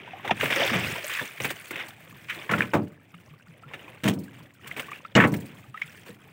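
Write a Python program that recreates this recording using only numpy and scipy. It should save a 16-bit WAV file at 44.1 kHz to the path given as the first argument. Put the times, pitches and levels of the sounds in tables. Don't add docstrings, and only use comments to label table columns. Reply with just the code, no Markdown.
import sys
import numpy as np
from scipy import signal
from scipy.fft import rfft, irfft, next_fast_len
from scipy.io import wavfile

SR = 44100
rng = np.random.default_rng(int(sys.argv[2]) if len(sys.argv) > 2 else 0)


def to_wav(s):
    ch = np.atleast_2d(s).T
    pcm = np.round(np.clip(ch, -1, 1) * 32767)
    wavfile.write(sys.argv[1], SR, pcm.astype(np.int16))


N = 279064
TIME = np.arange(N) / SR

# time_s, splash_db, spray_db
CHURN_CURVE = [(0.0, -47.5, -78), (0.19, -47.5, -68), (0.34, -45, -57), (0.55, -30.5, -41),
               (0.62, -27.5, -39.5), (0.86, -33, -45), (1.09, -40.5, -46), (1.23, -42.5, -48.5),
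               (1.55, -52, -54), (1.67, -47.5, -52), (1.95, -55, -61), (2.28, -53.5, -61)]
# splash_db, gurgle_db, plunge_db, spray_db
CALM_BED_DB = [-59.5, -60.5, -56, -69]
# start_s, length_s, level_db
TAIL_COLLAPSES = [(0.283, 0.064, -37.5), (0.396, 0.043, -36), (0.7, 0.17, -35.5), (1.381, 0.071, -41),
                  (1.69, 0.029, -50)]
# start_s, length_s, level_db, gurgle_offset_db, spray_offset_db
NET_GUSHES = [(0.382, 0.068, -29.5, -18, -10), (0.905, 0.052, -42.5, -2, -21),
              (1.068, 0.096, -31.5, -39, -11.5), (1.395, 0.082, -36, -5.5, -5),
              (1.703, 0.097, -39, -4, -32), (2.31, 0.14, -44, -3, -8.5), (2.519, 0.1, -39.5, -5, -11),
              (3.655, 0.29, -53, 2, -13), (4.611, 0.36, -49.5, -3.5, -12), (5.735, 0.24, -52, -8.5, -8),
              (6.045, 0.023, -48, -5, -4.5)]
# start_s, level_db, pitch_hz, t60_s
BUBBLE_PLOPS = [(0.076, -33, 907, 0.041), (0.134, -29, 728, 0.063), (0.169, -34, 770, 0.02),
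                (0.246, -28, 776, 0.056), (0.294, -19, 867, 0.07), (0.310, -4.5, 700, 0.018),
                (0.430, -21, 430, 0.073), (0.562, -26, 539, 0.19), (0.598, -21.5, 545, 0.057),
                (0.628, -20, 536, 0.1), (0.650, -18, 530, 0.037), (0.715, -17.5, 213, 0.068),
                (0.751, -19, 173, 0.15), (0.835, -25, 143, 0.12), (0.925, -20, 155, 0.042),
                (0.953, -32, 933, 0.07), (0.982, -24, 615, 0.026), (1.042, -28, 574, 0.065),
                (1.195, -16.5, 1655, 0.03), (1.213, -30, 384, 0.071), (1.448, -27, 262, 0.083),
                (1.708, -34, 330, 0.064), (3.143, -30, 1140, 0.01), (3.634, -41, 1310, 0.085),
                (3.881, -34.5, 2390, .03), (4.28, -43, 1570, .05), (4.713, -21.5, 1980, 0.02),
                (4.884, -33, 1090, .04), (4.917, -24, 1130, 0.027), (4.931, -29, 2370, 0.026),
                (4.96, -32, 2580, 0.016), (5.05, -27, 1254, 0.035), (5.744, -29.5, 1228, 0.072),
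                (5.775, -27, 1850, 0.028), (5.818, -15, 2086, 0.028), (6.09, -36, 453, .08)]
# start_s, level_db, gulp_offset_db, spray_offset_db, t60_s
WET_SLAPS = [(.247, -34.5, 1.5, -18, 0.19), (.276, -24, -8, -19, 0.063), (.309, -16.5, -0.5, -36, 0.052),
             (0.409, -14.5, -20, -14, 0.023), (.427, -27, 3.5, -26, .15), (.457, -16.5, -10, -18, .025),
             (.503, -19, -6.5, -18, 0.072), (.523, -15.5, -13, -22, 0.051), (.56, -22.5, -9, -25, .15),
             (.596, -21.5, 0.5, -30, 0.063), (0.731, -22.5, -6.5, -20, 0.25), (1.195, -29.5, -12, -5, .047),
             (1.208, -38, 12.5, -6, 0.077), (1.401, -24, -2.5, -12, .06), (1.444, -22, -5.5, -8, 0.087),
             (1.502, -24.5, -3.5, -5, 0.06), (1.707, -30, -2, -2.5, 0.054), (1.757, -27, -18, -13, 0.046),
             (1.789, -29.5, -22, -28, 0.15), (1.883, -45.5, 5, 9, 0.047), (2.285, -34, -36, -18, 0.11),
             (2.295, -25.5, -44, -21, 0.15), (3.735, -29.5, -7, -19.5, 0.076),
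             (4.672, -35, -16, -0.5, 0.057), (4.764, -32.5, -4, -12, 0.2), (4.795, -24.5, -11, -7.5, 0.058),
             (5.338, -27.5, 1, -5, 0.05), (6.061, -47, 3.5, -3, 0.099)]
# start_s, level_db, hardness_db (planks over hull)
DRY_KNOCKS = [(2.492, -24, 7), (2.534, -23.5, 7), (2.603, -35.5, -5), (2.619, -37, 25), (4.159, -44, -29),
              (4.39, -57, -1), (4.793, -41, 6), (5.176, -15, 8.5), (5.2, -18, 17.5), (5.22, -22.5, 11),
              (5.237, -14, 2), (5.319, -33, -22.5), (6.089, -48.5, -11.5)]
# start_s, hull_db, boards_db, planks_db, smack_db
WET_BLOWS = [(2.51, -24.5, -23, -21, -32.5), (2.58, -25, -34, -26, -37), (2.734, -18.5, -12, -23, -32.5),
             (2.747, -20.5, -18.5, -32, -58), (4.035, -20, -31, -30.5, -29.5),
             (4.054, -17, -22.5, -27, -35), (4.075, -22.5, -23, -23.5, -25.5),
             (5.151, -11, -14, -17.5, -38), (5.165, -18, -15, -14, -39)]
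# start_s, level_db, pitch_hz, t60_s
HARD_CLACKS = [(2.5365, -12, 1400, .03), (2.6072, 0, 1750, .006), (2.6215, -14, 2400, .014),
               (5.1522, -14, 2900, .025), (5.2008, -7, 1800, .012)]
# start_s, length_s, level_db
SPATTER_RUNS = [(2.83, .1, -49), (4.135, .13, -35), (4.387, .05, -47.5), (4.538, .03, -48),
                (4.82, .1, -38.5), (5.273, .2, -30.5), (5.546, .15, -48), (5.918, .2, -45.5)]
# start_s, length_s, peak_db
WAVELET_RUNS = [(3.139, .55, -38), (5.68, .28, -38.5)]
# pitch_hz, level_db, t60_s
HULL_MODES = [(118.9, -13, 0.41), (160.4, -5.5, 0.44), (191.1, 2, 0.39), (210.2, -1, 0.38),
              (275.2, -18, 0.93), (296.5, 1.5, 0.31), (337, -0.5, 0.11), (365.5, -8, 0.36),
              (443, -11, 0.46), (478, -7, 0.26)]
BOARD_MODES = [(521, 0.5, 0.096), (588, -7.5, 0.4), (634, -4.5, 0.17), (670, -11, 0.25), (716, -10.5, 0.2),
               (817, -15, 0.11), (850, -15, 0.24), (965, -5, 0.29)]
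PLANK_MODES = [(867, -8.5, 0.13), (1032, -7.5, 0.18), (1115, -9, 0.17), (1292, -6.5, 0.11),
               (1348, -10.5, 0.14), (1505, -7, 0.22), (1714, -8, 0.11), (1773, -13, 0.12),
               (1894, -6, 0.082), (2080, -7, 0.13), (2220, -7.5, 0.11), (2702, -25, .09), (2960, -26, 0.08)]
# frequency_hz, gain_db
SPLASH_EQ = [(700, -23), (1200, -6), (1800, 0.5), (2400, 2), (3100, -5), (3700, -9.5), (4300, -28),
             (6000, -24.5), (7500, -35)]
GURGLE_EQ = [(200, -16.5), (350, 2.5), (550, 3.5), (900, -0.5), (1200, -2.5), (1800, -16.5)]
PLUNGE_EQ = [(25, -74), (50, -20), (75, -9.5), (110, 3), (160, -0.5), (240, -5.5), (330, -9.5), (520, -30)]
SPRAY_EQ = [(2800, -13.5), (4200, -3), (5500, -7.5), (7000, -5), (8600, -1), (10000, -7.5), (13000, -10),
            (14300, -1), (15500, 1.5)]
SHEET_EQ = [(3600, -9), (4400, 5.5), (5600, 7.5), (6600, -6), (7600, -34)]
THUD_EQ = [(25, -38.5), (60, -26), (95, 0.5), (140, 3.5), (220, 3.5), (330, 0.5), (480, -9), (750, -19.5)]
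CLACK_EQ = [(750, -14), (1200, -2), (1800, 2), (2700, -4.5), (3400, -16.5), (4200, -34)]
SMACK_EQ = [(2000, 14), (3300, 13), (4500, 0), (7200, 1.5), (8600, 0.5), (10000, -4), (13000, -8),
            (15500, 2)]
CRACK_EQ = [(3500, 7), (5000, 2.5), (7800, 1.5), (9000, -25)]

BUSY_DB = -43.5
LIFT_S, LIFT_LENGTH_S = 0.86, 0.088
LIFT_GURGLE_LOSS_DB, LIFT_BOOM_LOSS_DB, DRAIN_DB_PER_S = 5, 13, 30
LAP_SWING_DB, LAPS_PER_S = 3.1, 8.8
GUSH_ATTACK_S, GUSH_RELEASE_DB_PER_S = 0.039, 138
HEAVE_HZ, WAVELET_HZ, SPATTER_HZ = 118, 144.5, 6040
SPATTER_FADE_DB_PER_S = 49
CLUB_S, CLUB_BITE_S = 5.152, 0.009
CUTOFF_HZ = 15750


def from_db(db):
    return np.exp(np.asarray(db) * (np.log(10) / 20))


def power_sum(*levels_db):
    return 10 * np.log10(sum(from_db(db) ** 2 for db in levels_db) + 1e-20)


def unit_rms(x):
    return x / np.sqrt(np.mean(x ** 2) + 1e-20)


def drift(rate):
    knots = rng.standard_normal(4000)
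    return unit_rms(np.interp(TIME * rate, np.arange(len(knots)), knots))


def eq(x, curve):
    hz, db = np.transpose(curve)
    size = next_fast_len(N + SR // 4, real=True) // 2 * 2
    octave = np.log2(np.maximum(np.arange(size // 2 + 1) * SR / size, 10))
    outside = np.maximum(np.log2(hz[0]) - octave, 0) + np.maximum(octave - np.log2(hz[-1]), 0)
    gain = unit_rms(from_db(np.interp(octave, np.log2(hz), db) - 20 * np.minimum(outside, 2)))
    cepstrum = irfft(np.log(gain))
    cepstrum[1:size // 2] *= 2
    cepstrum[size // 2 + 1:] = 0
    return irfft(rfft(x, size) * np.exp(rfft(cepstrum)))[:N]


def add(track, s, sound):
    start = max(int(s * SR), 0)
    track[start:start + len(sound)] += sound[:max(N - start, 0)]


def droplets(per_s, spread_db):
    sizes = from_db(spread_db * np.minimum(rng.exponential(1, N), 4)) * rng.choice([-1, 1], N)
    return unit_rms(sizes * (rng.random(N) < per_s / SR) / np.sqrt(per_s))


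def ping(hz, t60, rise):
    t = np.arange(int(t60 * SR) + 2) / SR
    tone = np.sin(2 * np.pi * hz * t * (1 + rise * t / t60))
    return tone * from_db(-60 * t / t60) * (1 - np.exp(-t * hz))


def bubble_cloud(low_hz, high_hz, cycles, spread_db, count):
    out = np.zeros(N)
    for when, size, strength in rng.random((count, 3)):
        hz = low_hz * (high_hz / low_hz) ** size
        gain = from_db(-spread_db * np.log(max(strength, .03))) * np.sqrt(hz)
        add(out, when * N / SR, gain * ping(hz, cycles / hz, rise=0.068))
    return unit_rms(out)


def bursts(times, levels_db, t60_s, attack_s):
    power = np.zeros(N)
    for s, db, t60 in np.broadcast(times, levels_db, t60_s):
        t = np.arange(int(1.5 * t60 * SR)) / SR
        envelope = from_db(db - 60 * t / t60) * (1 - np.exp(-t / attack_s))
        add(power, s, envelope ** 2)
    return np.sqrt(power) * rng.standard_normal(N)


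def struck(modes, times, levels_db, vary_db):
    out = np.zeros(N)
    chance = rng.standard_normal((len(times), len(modes)))
    for k, (hz, db, t60) in enumerate(modes):
        clicks = np.zeros(N)
        clicks[(times * SR).astype(int)] = from_db(levels_db + db + vary_db * chance[:, k])
        r, w = from_db(-60 / (t60 * SR)), 2 * np.pi * hz / SR
        ring = signal.lfilter([0, np.sin(w)], [1, -2 * r * np.cos(w), r * r], clicks + 1e-18)
        out += (-1) ** k * ring
    return out


def swells(times, lengths, levels_db):
    each = []
    for s, length, db in zip(times, lengths, levels_db):
        rise = np.clip((TIME - s) / GUSH_ATTACK_S, 1e-6, 1)
        release_db = GUSH_RELEASE_DB_PER_S * np.clip(TIME - s - length, 0, 1)
        each.append(db + 20 * np.log10(rise) - release_db)
    return power_sum(*each)


def series(runs, gap_s, jitter):
    rows = []
    steps = np.arange(16)
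    for s, length, db in runs:
        ages = gap_s * (steps + jitter * rng.standard_normal(len(steps)) * (steps > 0))
        rows += [(s + age, age, db) for age in ages if age < length]
    return rows


def water_levels():
    s, splash_db, spray_db = np.transpose(CHURN_CURVE)
    drained = DRAIN_DB_PER_S * np.maximum(TIME - s[-1], 0)
    churn = np.interp(TIME, s, splash_db) + 0.5 - drained
    mist = np.interp(TIME, s, spray_db) - 0.5 - drained
    lifted = np.clip((TIME - LIFT_S) / LIFT_LENGTH_S, 0, 1)
    gurgle = churn - 3.5 - LIFT_GURGLE_LOSS_DB * lifted
    boom = -53.5 + 0.4 * (churn - BUSY_DB) - LIFT_BOOM_LOSS_DB * lifted
    start, length, db, gurgle_offset, spray_offset = np.transpose(NET_GUSHES)
    calm = np.array(CALM_BED_DB)[:, None] + LAP_SWING_DB * drift(LAPS_PER_S)
    return (power_sum(calm[0], churn, swells(start, length, db)),
            power_sum(calm[1], gurgle, swells(start, length, db + gurgle_offset)),
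            power_sum(calm[2], boom, swells(*np.transpose(TAIL_COLLAPSES))),
            power_sum(calm[3], mist, swells(start, length, db + spray_offset)))


def water():
    splash_db, gurgle_db, plunge_db, spray_db = water_levels()
    drops_per_s = 1000 * from_db(.45 * (splash_db - BUSY_DB) + 3 * drift(45))
    grain = np.clip(from_db(0.081 * (splash_db + 13.5)), 0, 1)
    clumps_db = 1.8 * drift(110) - .6
    patter = eq(grain * droplets(drops_per_s, 2.9) + .5 * rng.standard_normal(N), SPLASH_EQ)
    small_bubbles = bubble_cloud(1453, 3460, cycles=41, spread_db=4.6, count=2000)
    splash = (0.86 * patter + .5 * small_bubbles) * from_db(splash_db + clumps_db)
    churn = eq(grain * droplets(drops_per_s, 2.2) + 0.78 * rng.standard_normal(N), GURGLE_EQ)
    big_bubbles = bubble_cloud(302, 1144, cycles=19.4, spread_db=4.2, count=650)
    gurgle = (0.55 * churn + .5 * big_bubbles) * from_db(gurgle_db + drift(40))
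    plunge = eq(rng.standard_normal(N), PLUNGE_EQ) * from_db(plunge_db)
    mist = eq(grain * droplets(1.2 * drops_per_s, 1.83) + 0.9 * rng.standard_normal(N), SPRAY_EQ)
    fizz = bubble_cloud(3690, 13500, cycles=26, spread_db=6, count=2200)
    spray = (0.77 * mist + 0.55 * fizz) * from_db(spray_db + 0.86 * clumps_db + 1.9 * drift(60))
    return splash + gurgle + plunge + spray


def plops():
    out = np.zeros(N)
    for s, db, hz, t60 in BUBBLE_PLOPS:
        tone = ping(hz, t60, rise=0.145)
        attack = 1 - np.exp(-np.arange(len(tone)) / SR / 0.00058)
        add(out, s, from_db(db + 1.5) * tone * attack)
    s, db = np.transpose(BUBBLE_PLOPS)[:2]
    return out + eq(bursts(s - .003, db - 8, t60_s=0.036, attack_s=0.0027), SPLASH_EQ)


def slaps():
    s, db, gulp_offset, spray_offset, t60 = np.transpose(WET_SLAPS)
    crack = bursts(s, db + 0.5, t60_s=.018, attack_s=0.00068)
    splash = eq(crack + bursts(s, db, t60, attack_s=0.0027), SPLASH_EQ)
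    gulp = eq(bursts(s, db + gulp_offset, t60, attack_s=0.0034), GURGLE_EQ)
    thump = eq(bursts(s, db + gulp_offset - 7.5, 1.77 * t60, attack_s=0.0016), THUD_EQ)
    spray = eq(bursts(s, db + spray_offset + 4, 0.83 * t60, attack_s=0.0044), SPRAY_EQ)
    return splash + gulp + thump + spray


def drips():
    start, length, db = np.transpose(NET_GUSHES)[:3]
    gush_db = np.minimum(swells(start, length, db), BUSY_DB)
    plinks = bubble_cloud(1100, 3000, cycles=35, spread_db=3.1, count=330)
    return plinks * from_db(power_sum(gush_db, CALM_BED_DB[0]) - 5.5)


def sheets():
    s, splash_db, _ = np.transpose(CHURN_CURVE)
    level_db = -69.5 + 1.88 * (np.interp(TIME, s, splash_db) - BUSY_DB)
    hiss = eq(0.51 * droplets(3000, 3.2) + 0.61 * rng.standard_normal(N), SHEET_EQ)
    return hiss * from_db(level_db + 1.5 * drift(70))


def knocks():
    dry_hits = [(s, db - hard / 2, db - 1.5, db + hard / 2) for s, db, hard in DRY_KNOCKS]
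    s, hull_db, boards_db, planks_db = np.transpose([row[:-1] for row in WET_BLOWS] + dry_hits)
    hull = struck(HULL_MODES, s, hull_db - 9.5, vary_db=0.89)
    hull += eq(bursts(s, hull_db - 3.5, t60_s=0.36, attack_s=0.0075), THUD_EQ)
    boards = struck(BOARD_MODES, s, boards_db - 12, vary_db=1.5)
    boards += eq(bursts(s, boards_db - 4.5, t60_s=0.16, attack_s=0.0049), GURGLE_EQ)
    planks = struck(PLANK_MODES, s, planks_db - 8, vary_db=0.5)
    planks += eq(bursts(s, planks_db - 1, t60_s=0.081, attack_s=0.0017), CLACK_EQ)
    crack = eq(bursts(s, planks_db - 2, t60_s=0.019, attack_s=0.00071), CLACK_EQ)
    wet_s, *_, smack_db = np.transpose(WET_BLOWS)
    smack = eq(bursts(wet_s, smack_db + 3.5, t60_s=0.11, attack_s=0.0036), SMACK_EQ)
    smack *= from_db(3.1 * drift(400))
    scuff = eq(bursts(s, planks_db - 23, t60_s=0.14, attack_s=.003), SMACK_EQ)
    return hull + boards + planks + crack + smack + scuff


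def heaves():
    out = np.zeros(N)
    for s, hull_db, boards_db, *_ in WET_BLOWS:
        level_db = hull_db - 2.5 - max(boards_db - hull_db, 0)
        hz = HEAVE_HZ * 2 ** rng.normal(0, .15)
        add(out, s, from_db(level_db) * ping(hz, t60=0.11, rise=0))
    return out


def clacks():
    out = np.zeros(N)
    for s, db, hz, t60 in HARD_CLACKS:
        add(out, s, from_db(db + 4) * ping(hz, t60, rise=0))
    club = bursts([CLUB_S, CLUB_S + CLUB_BITE_S], levels_db=-22, t60_s=0.038, attack_s=0.0008)
    return out + eq(club, CRACK_EQ)


def spatters():
    out = np.zeros(N)
    s, age, db = np.transpose(series(SPATTER_RUNS, gap_s=0.046, jitter=0.094))
    db = db - SPATTER_FADE_DB_PER_S * age
    for when, level_db, octaves in zip(s, db, rng.normal(0, 0.44, len(s))):
        add(out, when, from_db(level_db - 3) * ping(SPATTER_HZ * 2 ** octaves, t60=.007, rise=0.061))
    return out + eq(bursts(s, db - 7.5, t60_s=0.09, attack_s=0.0019), SPRAY_EQ)


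def wavelets():
    out = np.zeros(N)
    for s, _, db in series(WAVELET_RUNS, gap_s=0.17, jitter=0.063):
        hz = WAVELET_HZ * 2 ** rng.normal(0, 0.184)
        add(out, s, from_db(db) * ping(hz, t60=0.18, rise=0.05))
    return out


def scene():
    water_bus = water() + sheets() + slaps() + plops() + wavelets() + drips() + spatters()
    return (water_bus + clacks() + knocks() + heaves())[None]


def record(dry):
    low_pass = signal.ellip(12, .1, 80, CUTOFF_HZ, fs=SR, output="sos")
    return signal.sosfilt(low_pass, dry)


dry = scene()
out = record(dry)
to_wav(out)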